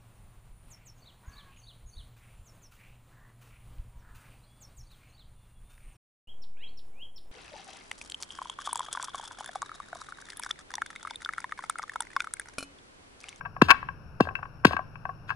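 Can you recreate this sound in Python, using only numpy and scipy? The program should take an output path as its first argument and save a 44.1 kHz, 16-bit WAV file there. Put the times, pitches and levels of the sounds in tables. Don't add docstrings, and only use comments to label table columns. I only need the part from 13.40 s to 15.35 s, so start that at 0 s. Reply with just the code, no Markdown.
import sys
import numpy as np
from scipy import signal
from scipy.fft import rfft, irfft
from scipy.io import wavfile
from scipy.ndimage import uniform_filter1d

SR = 44100
rng = np.random.default_rng(int(sys.argv[2]) if len(sys.argv) > 2 else 0)


def waveform_to_disk(signal):
    frames = np.transpose(np.atleast_2d(signal))
    scaled = np.clip(frames, -1, 1) * 32767
    samples = np.round(scaled).astype(np.int16)
    wavfile.write(sys.argv[1], SR, samples)


def how_loud(loudness_db):
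    steps = np.asarray(loudness_db, float) / 20
    return 10 ** steps


N = 85995


def evened(x):
    return x / np.sqrt(np.mean(x ** 2) + 1e-20)


def peaked(x):
    return x / (abs(x).max() + 1e-20)


def read(points, hz):
    f, value = np.transpose(points)
    return np.interp(np.log(hz + 1), np.log(f + 1), value)


def add(mix, s, sound):
    part = mix[round(s * SR):][:len(sound)]
    part += sound[:len(part)]


def coloured(x, points):
    return irfft(rfft(x) * how_loud(read(points, np.fft.rfftfreq(len(x), 1 / SR))), len(x))


def hatchet():
    # time_s, clack_level_db, pitch_hz, thud_level_db, crack_level_db
    chops = [(.215, -1.5, 1373, -9.5, -15.5), (0.8017, -7.5, 903, -13.5, -24.5),
             (1.2469, -1, 1447, -10, -13.5)]
    clack_s, crack_s, crack_after_s = 0.01, 0.01, 0.002
    spray_s, spray_db, spray_lump_db = 0.08, -18, 2
    held = 0.4
    out = np.zeros(N)
    for s, db, hz, thud_db, crack_db in chops:
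        add(out, s, how_loud(db) * clack(hz, clack_s, held, 0.5))
        add(out, s, how_loud(thud_db) * thud())
        add(out, s + crack_after_s, how_loud(crack_db) * snap(crack_s))
        add(out, s + crack_after_s, how_loud(crack_db + spray_db) * snap(spray_s, spray_lump_db))
        rattle(out, s, db)
    return out


def rattle(out, s, blow_db):
    per_s, start_db, t60_s = 70, -36, 0.5
    for gap in np.arange(1, 20) / per_s:
        jitter, size, pitch = rng.random(3)
        late = gap + jitter / per_s
        level_db = blow_db + start_db - 60 * late / t60_s - 10 * size
        add(out, s + late, how_loud(level_db) * clack(800 + 1500 * pitch, 0.0039))


def sticks():
    # time_s, level_db, pitch_hz, treble_db (relative to the clack), contact_s (bursts limit it to 0.08)
    cracks = [(.284, -16, 1270, -15.5, 0.012), (0.293, -10, 1450, -20.5, 0.012),
              (0.303, 1, 1693, -11, .011), (0.3111, -0.5, 1810, -12, 0.0061),
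              (0.317, -13.5, 1130, -27.5, 0.0054), (0.345, -22, 1400, -36, 0.0015),
              (.953, -18.5, 1890, -23, 0.0054), (1.267, -26.5, 2710, 3, 0.0091),
              (1.311, -29, 1270, -9, 0.052), (1.332, -17, 1290, -23.5, 0.0049),
              (1.366, -15.5, 1293, -24.5, 0.0068), (1.873, -37, 1560, -8.5, 0.094),
              (1.893, -25.5, 1660, -28, 0.0046), (1.903, -16.5, 1556, -25.5, 0.0085),]
    # time_s, level_db, pitch_hz, contact_s
    knocks = [(.009, -26, 1440, 0.0057), (0.051, -26, 1160, 0.017), (0.165, -26, 1110, 0.0054),
              (0.327, -25, 1290, 0.0063), (0.429, -25.5, 1070, 0.0026), (0.488, -21.5, 1310, 0.0028),
              (0.854, -31, 1070, 0.0019), (0.871, -25, 850, 0.0051), (0.888, -22.5, 1300, 0.0068),
              (0.909, -33, 840, 0.0029), (0.988, -32, 1050, 0.0099), (1.027, -23, 1293, 0.011),
              (1.053, -34, 1200, 0.011), (1.238, -36.5, 1270, 0.0074), (1.309, -21.5, 920, 0.004),
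              (1.392, -20, 1037, 0.0047), (1.556, -32, 1490, 0.0049), (1.654, -21, 1080, 0.0027),
              (1.691, -24.5, 980, 0.0097), (1.911, -22.5, 1410, 0.0027), (1.921, -26.5, 1120, 0.0029)]
    knock_treble_db = -42
    soft = [(s, db, hz, knock_treble_db, length) for s, db, hz, length in knocks]
    out = np.zeros(N)
    for s, db, hz, treble_db, length in cracks + soft:
        start = s - 0.001
        add(out, start, how_loud(db) * clack(hz, length))
        add(out, start, how_loud(db + treble_db) * snap(length))
    return out


def clack(hz, length, damp=1, low=0.57):
    # pitch_hz, level_db, t60_s
    wood_modes = [(761, 0.5, 0.084), (1047.6, -3.5, 0.12), (1120, 8, 0.067), (1260, -1.5, 0.03),
                  (1528, 2.5, 0.034), (1602.3, 10, 0.053), (2262, 6, 0.025), (2590, 16, 0.026)]
    spread_oct, dull_db, dull_cycles = 0.83, -4, 5
    high, top_hz = 2.35, 2703
    octaves = np.log2(np.transpose(wood_modes)[0] / hz)
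    near_db = -6 * (octaves / spread_oct)[:, None] ** 2
    body = peaked(ring(np.multiply(wood_modes, [1, 1, damp]), np.maximum(near_db, -22)))
    body += how_loud(dull_db) * peaked(ring([(hz, 0, dull_cycles / hz)]))
    edges = (low * hz, min(high * hz, top_hz))
    band = signal.butter(4, edges, "bandpass", fs=SR, output="sos")
    return peaked(signal.sosfilt(band, signal.fftconvolve(body, burst(length))))


def ring(modes, extra_db=0):
    chance_db, detune = 2.5, 0.011
    hz, db, t60 = np.transpose(modes)[:, :, None]
    strength, offset = rng.standard_normal((2, len(modes), 1))
    t = np.arange(6144) / SR
    level_db = db + extra_db + chance_db * strength - 60 * t / np.maximum(t60, 0.004)
    return (how_loud(level_db) * np.sin(2 * np.pi * hz * (1 + detune * offset) * t)).sum(0)


def burst(length, lump_db=2.5):
    rise = 0.25
    u = np.arange(4096) / SR / np.clip(length, 3e-4, 0.08)
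    noise, lumps = rng.standard_normal((2, 4096))
    roughness = how_loud(lump_db * evened(uniform_filter1d(lumps, size=40)))
    shape = np.sqrt(roughness * np.minimum(u / rise, 1) * np.exp(-2.5 * u ** 2))
    z = rfft(noise * shape)
    return shape * irfft(z / uniform_filter1d(abs(z), size=30))


def snap(length, lump_db=2.5):
    # pitch_hz, gain_db
    snap_colour = [(1800, -4.5), (3000, 5), (5000, -2.5), (6500, -13), (9500, -17), (16000, -28)]
    return peaked(coloured(np.pad(burst(length, lump_db), (32, 0)), snap_colour))


def thud():
    peak_s, peak_hz, floor_hz = 0.0075, 300.5, 71.1
    fall, sharp = 1.6, 5.9
    tail_db, tail_t60_s = -22, 0.41
    t = np.arange(1, 6145) / SR
    u = t / peak_s
    hz = floor_hz + (peak_hz - floor_hz) * np.maximum(u, 0.3) ** -fall
    tail = how_loud(tail_db - 60 * t / tail_t60_s) * (1 - np.exp(-u ** 2))
    level = (u * np.exp(1 - u)) ** sharp + tail
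    sweep = level * np.sin(2 * np.pi * (np.cumsum(hz) / SR + rng.random()))
    low_cut = signal.butter(3, 58, "highpass", fs=SR, output="sos")
    return peaked(signal.sosfilt(low_cut, sweep))


def drops():
    # time_s, level_db
    bumps = [(0.295, -31), (1.269, -30), (1.336, -35.5)]
    out = np.zeros(N)
    for s, db in bumps:
        add(out, s, how_loud(db) * thud())
    return out


def steel():
    # time_s, level_db (before decay and waver)
    rings = [(0.222, -28), (0.811, -28.5), (0.956, -33), (1.254, -25.5)]
    pitch_hz, t60_s, attack_s = 2690, 0.095, 0.00067
    out = np.zeros(N)
    t = np.arange(8192) / SR
    for s, db in rings:
        waver_db = 3 * evened(uniform_filter1d(rng.standard_normal(8192), 200))
        level = np.minimum(t / attack_s, 1) * how_loud(db + waver_db - 60 * t / t60_s)
        add(out, s, level * np.sin(2 * np.pi * pitch_hz * t))
    return out


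def ports(x):
    # pitch_hz, left_lead_rad
    phase_lead = [(1200, 1.03), (1800, -3), (5000, -1.5), (15800, -32)]
    # pitch_hz, left_minus_right_db
    shading = [(300, 1.5), (600, 2), (1200, 8), (2200, 17), (4500, 0.5), (14000, 5.5)]
    gain_db = 4.5
    hz = np.fft.rfftfreq(N, 1 / SR)
    f, lead = np.transpose(phase_lead)
    turn = np.exp(-1j * np.interp(hz, f, lead) * np.minimum(hz / f[0], 1))
    right = irfft(rfft(x) * how_loud(-read(shading, hz)) * turn, N)
    return how_loud(gain_db) * np.array([x, right])


def clearing(x):
    # pitch_hz, t60_s
    decay = [(200, 0.78), (1000, 0.49), (6000, 0.38)]
    echo_db, side_db = -21.5, [[2], [-3]]
    taps = np.zeros((2, SR // 2))
    at = np.arange(200, SR // 2 - 20, 20)
    at = at + rng.integers(0, 20, (2, len(at)))
    np.put_along_axis(taps, at, rng.choice([-1., 1.], at.shape), 1)
    hz, t, z = signal.stft(taps, SR, nperseg=256)
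    dying = z * how_loud(-60 * t / read(decay, hz)[:, None])
    tail = signal.istft(dying, SR, nperseg=256)[1]
    tail = tail / np.linalg.norm(tail[0])
    echoes = signal.fftconvolve(x[None], tail, axes=1)[:, :N]
    return how_loud(echo_db) * echoes * how_loud(side_db)


def drone():
    # multiple of the base rate, level_db (rms)
    orders = [(4, -56.5), (5, -57), (6, -59)]
    base_hz, waver = 26.03, 0.013
    drift = evened(uniform_filter1d(rng.standard_normal(N), 9000))
    turns = np.cumsum(base_hz * (1 + waver * drift)) / SR
    out = np.zeros(N)
    for k, db in orders:
        out += how_loud(db) * np.sqrt(2) * np.sin(2 * np.pi * (round(k) * turns + rng.random()))
    return out


def thin_tone():
    # pitch_hz, width_hz, level_db (rms)
    tones = [(5480, 50, -80)]
    t = np.arange(N) / SR
    out = np.zeros(N)
    for hz, width, db in tones:
        r = np.exp(-np.pi * width / SR)
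        noise = rng.standard_normal(N) + 1j * rng.standard_normal(N)
        slow = signal.lfilter([1], [1, -r], noise)
        out += how_loud(db) * evened((slow * np.exp(2j * np.pi * hz * t)).real)
    return out


def air():
    # pitch_hz, relative_density_db (per Hz)
    air_colour = [(20, -7), (45, -4.5), (130, -7), (300, -20), (1250, -24.5), (1550, -22), (2000, -45),
                  (2700, -30), (3200, -50), (4900, -47.5), (5480, -34), (6000, -52), (8400, -62.5),
                  (10800, -46.5), (13300, -62), (15400, -64.5)]
    # pitch_hz, coherence (0 to 1)
    likeness = [(60, 0.53), (380, 0.85), (2380, 0.028), (15000, 0.19)]
    # pitch_hz, left_minus_right_db
    balance = [(380, 2), (2380, 11.6), (15000, 0.5)]
    level_db, patch_db = -49, 0.56
    frames, hz = N // 256 + 5, np.fft.rfftfreq(1024, 1 / SR)
    a, b, c, d, patches = rng.standard_normal((frames, 513, 5)).T
    patches = uniform_filter1d(uniform_filter1d(patches, 10, 0), 10, 1)
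    patches = evened(patches)
    same = np.clip(read(likeness, hz), -1, 1)[:, None]
    left = a + 1j * b
    right = same * left + np.sqrt(1 - same ** 2) * (c + 1j * d)
    lean = read(balance, hz)[:, None] / 2
    gain_db = read(air_colour, hz)[:, None] + patch_db * patches + np.array([lean, -lean])
    z = np.array([left, right]) * how_loud(gain_db)
    wash = signal.istft(z, nperseg=1024, noverlap=768)[1][:, :N]
    return how_loud(level_db) * evened(wash)


def scene():
    wood = hatchet() + sticks() + drops() + steel()
    return ports(wood) + clearing(wood) + drone() + thin_tone() + air()


def top_cut(x):
    return signal.sosfilt(signal.butter(12, 16240, fs=SR, output="sos"), x)


def record(dry):
    low_pass = signal.firwin(255, 16200, window=("kaiser", 9), fs=SR)
    x = signal.oaconvolve(dry, low_pass[None], "same")
    mix = np.clip(x, -1, 1)
    return top_cut(mix)


dry = scene()
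out = record(dry)
waveform_to_disk(out)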